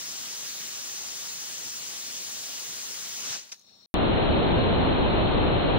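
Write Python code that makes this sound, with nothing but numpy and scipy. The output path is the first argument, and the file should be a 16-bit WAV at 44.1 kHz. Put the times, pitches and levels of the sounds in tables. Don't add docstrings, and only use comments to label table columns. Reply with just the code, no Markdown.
import sys
import numpy as np
from scipy import signal
from scipy.fft import rfft, irfft, next_fast_len
from scipy.io import wavfile
from scipy.ndimage import uniform_filter1d, map_coordinates

SR = 44100
rng = np.random.default_rng(int(sys.argv[2]) if len(sys.argv) > 2 else 0)


def decibels_to_gain(level_db):
    exponent = np.asarray(level_db, float) / 20
    return 10 ** exponent


def persist_wave(psi):
    counts = np.round(np.clip(psi, -1, 1) * 32767).astype(np.int16)
    wavfile.write(sys.argv[1], SR, np.atleast_2d(counts).T)


N = 254898
CAMERA_TOP_HZ = 15740


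def unit(x):
    return x / np.sqrt(np.mean(x ** 2) + 1e-20)


def along(points, hz):
    f, *cols = np.transpose(points)
    return np.squeeze([np.interp(np.log(hz + 1), np.log(f + 1), c) for c in cols])


def filtered(x, response):
    m = next_fast_len(N + SR // 4)
    return irfft(rfft(x, m) * response(np.fft.rfftfreq(m, 1 / SR)), m)[..., :N]


def wobble(every):
    knots = rng.standard_normal(N // every + 4)
    return map_coordinates(knots, [np.arange(N) / every])


def patchy(depth_db):
    z = signal.stft(rng.standard_normal((2, N)), nperseg=512)[2]
    field = uniform_filter1d(rng.standard_normal(z.shape[1:]), size=8, axis=0)
    field = uniform_filter1d(field, size=6, axis=1)
    return signal.istft(z * decibels_to_gain(depth_db * unit(field)), nperseg=512)[1][:, :N]


def at_ports(spectrum, ports, depth_db):
    def mix(hz):
        alike, lead, tilt_db = along(ports, hz)
        alike = np.clip(alike, 0, 1)
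        level_db = along(spectrum, hz)
        left = decibels_to_gain(level_db + tilt_db / 2)
        right = decibels_to_gain(level_db - tilt_db / 2)
        return np.array([left, right * alike * np.exp(1j * lead), right * np.sqrt(1 - alike ** 2)])
    left, shared, own = filtered(patchy(depth_db)[[0, 0, 1]], mix)
    return np.array([left, shared + own])


def split(x, edge_hz):
    low = filtered(x, lambda hz: 1 / (1 + (hz / edge_hz) ** 6))
    return unit(low), unit(x - low)


def overload(x, top, hard):
    return x / (1 + np.abs(x / top) ** hard) ** (1 / hard)


FLARE_S, SHUT_S = 3.13, 3.35


def jet_level(offset_db, flare_share, early_s, fall_share, late_s):
    t = np.arange(N) / SR
    line_db = -16
    flare_db = 6.5 * np.clip((t - FLARE_S) / (SHUT_S - early_s - FLARE_S), 0, 1) ** 1.5
    shut = np.clip(t - SHUT_S - late_s, 0, None)
    pressure = decibels_to_gain(-260 * shut) + decibels_to_gain(line_db - 70 * shut)
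    fall_db = 20 * np.log10(pressure / (1 + decibels_to_gain(line_db)))
    dry_db = -450 * np.clip(t - 3.545, 0, .2)
    return -42.5 + offset_db + flare_share * flare_db + fall_share * (fall_db + dry_db)


# (frequency [Hz], level per Hz [dB])
JET_SPECTRUM = [(35, -60), (60, -33), (90, -18), (160, -11.5), (900, -12.5), (2300, -10.5), (3500, -6.5),
                (4700, -4.5), (6200, 0.5), (7300, -4), (7900, -9.5), (10000, -13), (13300, -20),
                (14800, -9), (15800, -9.5)]
# (frequency [Hz], likeness [0-1], right port's lead [rad],
# left over right [dB])
JET_PORTS = [(1000, 0.06, 1, 0), (2000, 0.13, -0.5, 0), (3150, 0.3, 1.24, -2.5), (4100, .62, 1.5, 4.5),
             (6400, 0.73, 3, 2.5), (7430, 0.55, 3.5, 4), (8500, 0.41, 4, 0.5), (10000, 0.3, 3.5, -3),
             (13000, .1, 3.5, 1), (15500, 0.11, 2.5, -3)]


def first_firing():
    flow = overload(unit(at_ports(JET_SPECTRUM, JET_PORTS, depth_db=1.33)), top=2.0, hard=4)
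    rumble, rest = split(flow, edge_hz=2280)
    jet, fizz = split(rest, edge_hz=7480)
    jet_db = jet_level(3.93, flare_share=1, early_s=0, fall_share=0.94, late_s=0)
    rumble_db = jet_level(-7.0, flare_share=0.69, early_s=0.1, fall_share=0.78, late_s=0)
    fizz_db = jet_level(2.0, flare_share=-0.66, early_s=-0.17, fall_share=0.6, late_s=-0.02)
    thin_treble = decibels_to_gain(-70.5)
    return decibels_to_gain(jet_db) * jet + decibels_to_gain(rumble_db) * rumble + (decibels_to_gain(fizz_db) + thin_treble) * fizz


# (resonance [Hz], width [Hz], level [dB])
LEAK_PIPE = [(3820, 500, -2.5), (4270, 60, 0), (5510, 350, -1.5), (8300, 200, -32), (9300, 212, -22)]
# (frequency [Hz], level per Hz [dB])
YARD_SPECTRUM = [(40, -3), (300, 0.5), (1200, 1.5), (2000, -4.5), (3000, -1), (7500, -7.5), (11000, -21),
                 (14000, -20), (15500, -14.5)]
# (frequency [Hz], level [dB])
MOTOR_ORDERS = [(28, -105), (83, -83), (140, -83.5), (167, -84), (194, -75), (230, -77.5), (330, -85),
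                (500, -82), (1000, -86.5), (1500, -105)]


def background():
    t = np.arange(N) / SR

    def pipe(f):
        modes = sum(decibels_to_gain(db) * f * w / np.hypot(c * c - f * f, f * w) for c, w, db in LEAK_PIPE)
        return modes ** 2.2

    leak = decibels_to_gain([[-56], [-64]]) * unit(filtered(patchy(.6), pipe))
    yard = decibels_to_gain(-68) * unit(filtered(patchy(2.5), lambda hz: decibels_to_gain(along(YARD_SPECTRUM, hz))))

    hz = 27.8 * np.arange(1, 55)[:, None]
    sizes = decibels_to_gain(along(MOTOR_ORDERS, hz[:, 0]) - 1.0 + rng.normal(0, 1.66, len(hz)))
    phase = 2 * np.pi * hz * (t[::8] - 3.6795) + rng.normal(0, .9, hz.shape)
    beat = signal.resample_poly(sizes @ np.cos(phase), 8, 1)[:N]
    motor = np.array([beat, np.roll(beat, 18)])

    duck_db, open_db = -4.5, 1.4
    recovery = np.clip((t - 3.63) / .045, 0, 1)
    return decibels_to_gain(duck_db + (open_db - duck_db) * recovery) * (leak + yard + motor)


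def thump():
    t = np.arange(N) / SR - 3.308
    return decibels_to_gain(-49) * np.exp(-(t / .009) ** 2) * np.sin(2 * np.pi * 115 * t)


# (frequency [Hz], level per Hz [dB])
LAST_GAS_SPECTRUM = [(100, -21), (400, -8.5), (1500, -8.5), (2500, -5), (4000, -2.5), (6200, 8),
                     (7600, -9.5), (10000, -16), (13000, -23), (15000, -18)]
# (time [s], peak level [dB], hold [s])
SPURTS = [
    (3.492, -55, .002),
    (3.519, -38.5, .008),
]


def last_gas():
    t = np.arange(N) / SR
    gain = decibels_to_gain(-70 - 130 * np.clip(t - 3.64, 0, None)) * (t > SHUT_S)
    for s, db, hold in SPURTS:
        rise_db = 6000 * np.clip(s - t, 0, .1)
        fall_db = 900 * np.clip(t - s - hold, 0, .2)
        gain = gain + decibels_to_gain(db - rise_db - fall_db)
    sputter_db = 2.5 * wobble(every=100)
    return gain * decibels_to_gain(4.5 + sputter_db) * unit(at_ports(LAST_GAS_SPECTRUM, JET_PORTS, depth_db=1.2))


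# (frequency [Hz], level [dB], 60 dB decay [s])
NOZZLE_MODES = [(6360, -7, 0.035), (5900, -9, 0.019), (6840, -7.5, .015)]
# (time [s], peak level [dB])
TICKS = [
    (3.5624, -51),
    (3.5784, -52),
    (3.5939, -45.5),
    (3.6124, -50),
]


def ticks():
    out = np.zeros(N)
    t = np.arange(SR // 20) / SR
    for s, db in TICKS:
        ring = decibels_to_gain(-11.5 - 60 * t / .015) * rng.standard_normal(len(t))
        for hz, level, t60 in NOZZLE_MODES:
            ring = ring + decibels_to_gain(level + rng.normal(0, 2) - 60 * t / t60) * np.sin(2 * np.pi * hz * t)
        out[round(s * SR):][:len(t)] += decibels_to_gain(db + 3) * ring * (1 - np.exp(-t / .0004))
    return out * decibels_to_gain([[1.5], [-1.5]])


def starved(x, under_db, scatter_db):
    hz, _, z = signal.stft(x, SR, nperseg=2048)
    level = uniform_filter1d(np.abs(z) ** 2, size=12, axis=1)
    chance = uniform_filter1d(rng.standard_normal(z.shape[1:]), size=12, axis=0)
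    mask = level.max(axis=1, keepdims=True) * decibels_to_gain(2 * (under_db + scatter_db * unit(chance)))
    heard = (level > mask) | (hz[:, None] < 7500)
    return signal.istft(z * heard, SR, nperseg=2048)[1][:, :N]


# (frequency [Hz], level per Hz [dB])
ROAR_SPECTRUM = [(12, -29.5), (20, -1), (49, -0.5), (317, -2.5), (500, -5.5), (729, -7.5), (1220, -15.5),
                 (1710, -20.5), (2190, -22), (3020, -16.5), (3430, -19.5), (3900, -16.5), (4260, -19),
                 (4400, -20.5)]
# (frequency [Hz], likeness [0-1], right port's lead [rad],
# left over right [dB])
ROAR_PORTS = [(1400, .03, 0.89, 1), (2000, .2, 4.6, 1.5), (2850, 0.4, 3.93, 5), (3440, 0.054, 5.4, -4),
              (3730, 0.4, 8.6, 3), (4300, 0.38, 6.6, 0.5)]
# (time [s], level [dB], port [0 left, 1 right])
SPECKS = [
    (4.072, -57, 1),
    (4.094, -57, 0),
    (4.257, -58, 0),
    (4.373, -49, 0),
    (4.393, -46, 0),
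    (4.8, -59, 1),
    (5.29, -49, 1),
    (5.58, -52, 0),
]


def slowed_firing():
    low, high = split(at_ports(ROAR_SPECTRUM, ROAR_PORTS, depth_db=0.47), edge_hz=2670)
    low_db = -21.5 + 0.44 * wobble(every=3000)
    roar = overload(decibels_to_gain(low_db) * low + decibels_to_gain(-30.0) * high, top=.4, hard=2.9)
    roar = filtered(roar, lambda hz: 1 / (1 + (hz / 4268) ** 600))
    specks = np.zeros((2, N))
    for s, db, port in SPECKS:
        specks[port, round(s * SR)] = decibels_to_gain(db + 26.0)
    return roar + filtered(specks, lambda hz: np.exp(-((hz - 3900) / 1100) ** 2))


def scene():
    t = np.arange(N) / SR
    out_s, in_s = 3.8597, 3.94128

    def camera_band(hz):
        return (hz < CAMERA_TOP_HZ) / (1 + (45 / (hz + 1)) ** 4)

    stand = first_firing() + background() + thump() + last_gas() + ticks()
    first = starved(filtered(stand, camera_band), under_db=-29.5, scatter_db=3.0)

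    since = np.clip(t - in_s, 0, None)
    swing = -.33 * np.exp(-(since / 0.0014) ** 2) * (t >= in_s)
    second = slowed_firing() * (1 - np.exp(-since / 0.00055)) + swing * [[1], [0]]

    hiss = filtered(patchy(.5), lambda hz: (hz > 8300) & (hz < CAMERA_TOP_HZ))
    return first * (t < out_s) + second + decibels_to_gain(-98) * unit(hiss)


def band_limit(x):
    return signal.sosfilt(signal.butter(12, 17100, fs=SR, output="sos"), x)


def record(dry):
    return band_limit(dry)


dry = scene()
out = record(dry)
persist_wave(out)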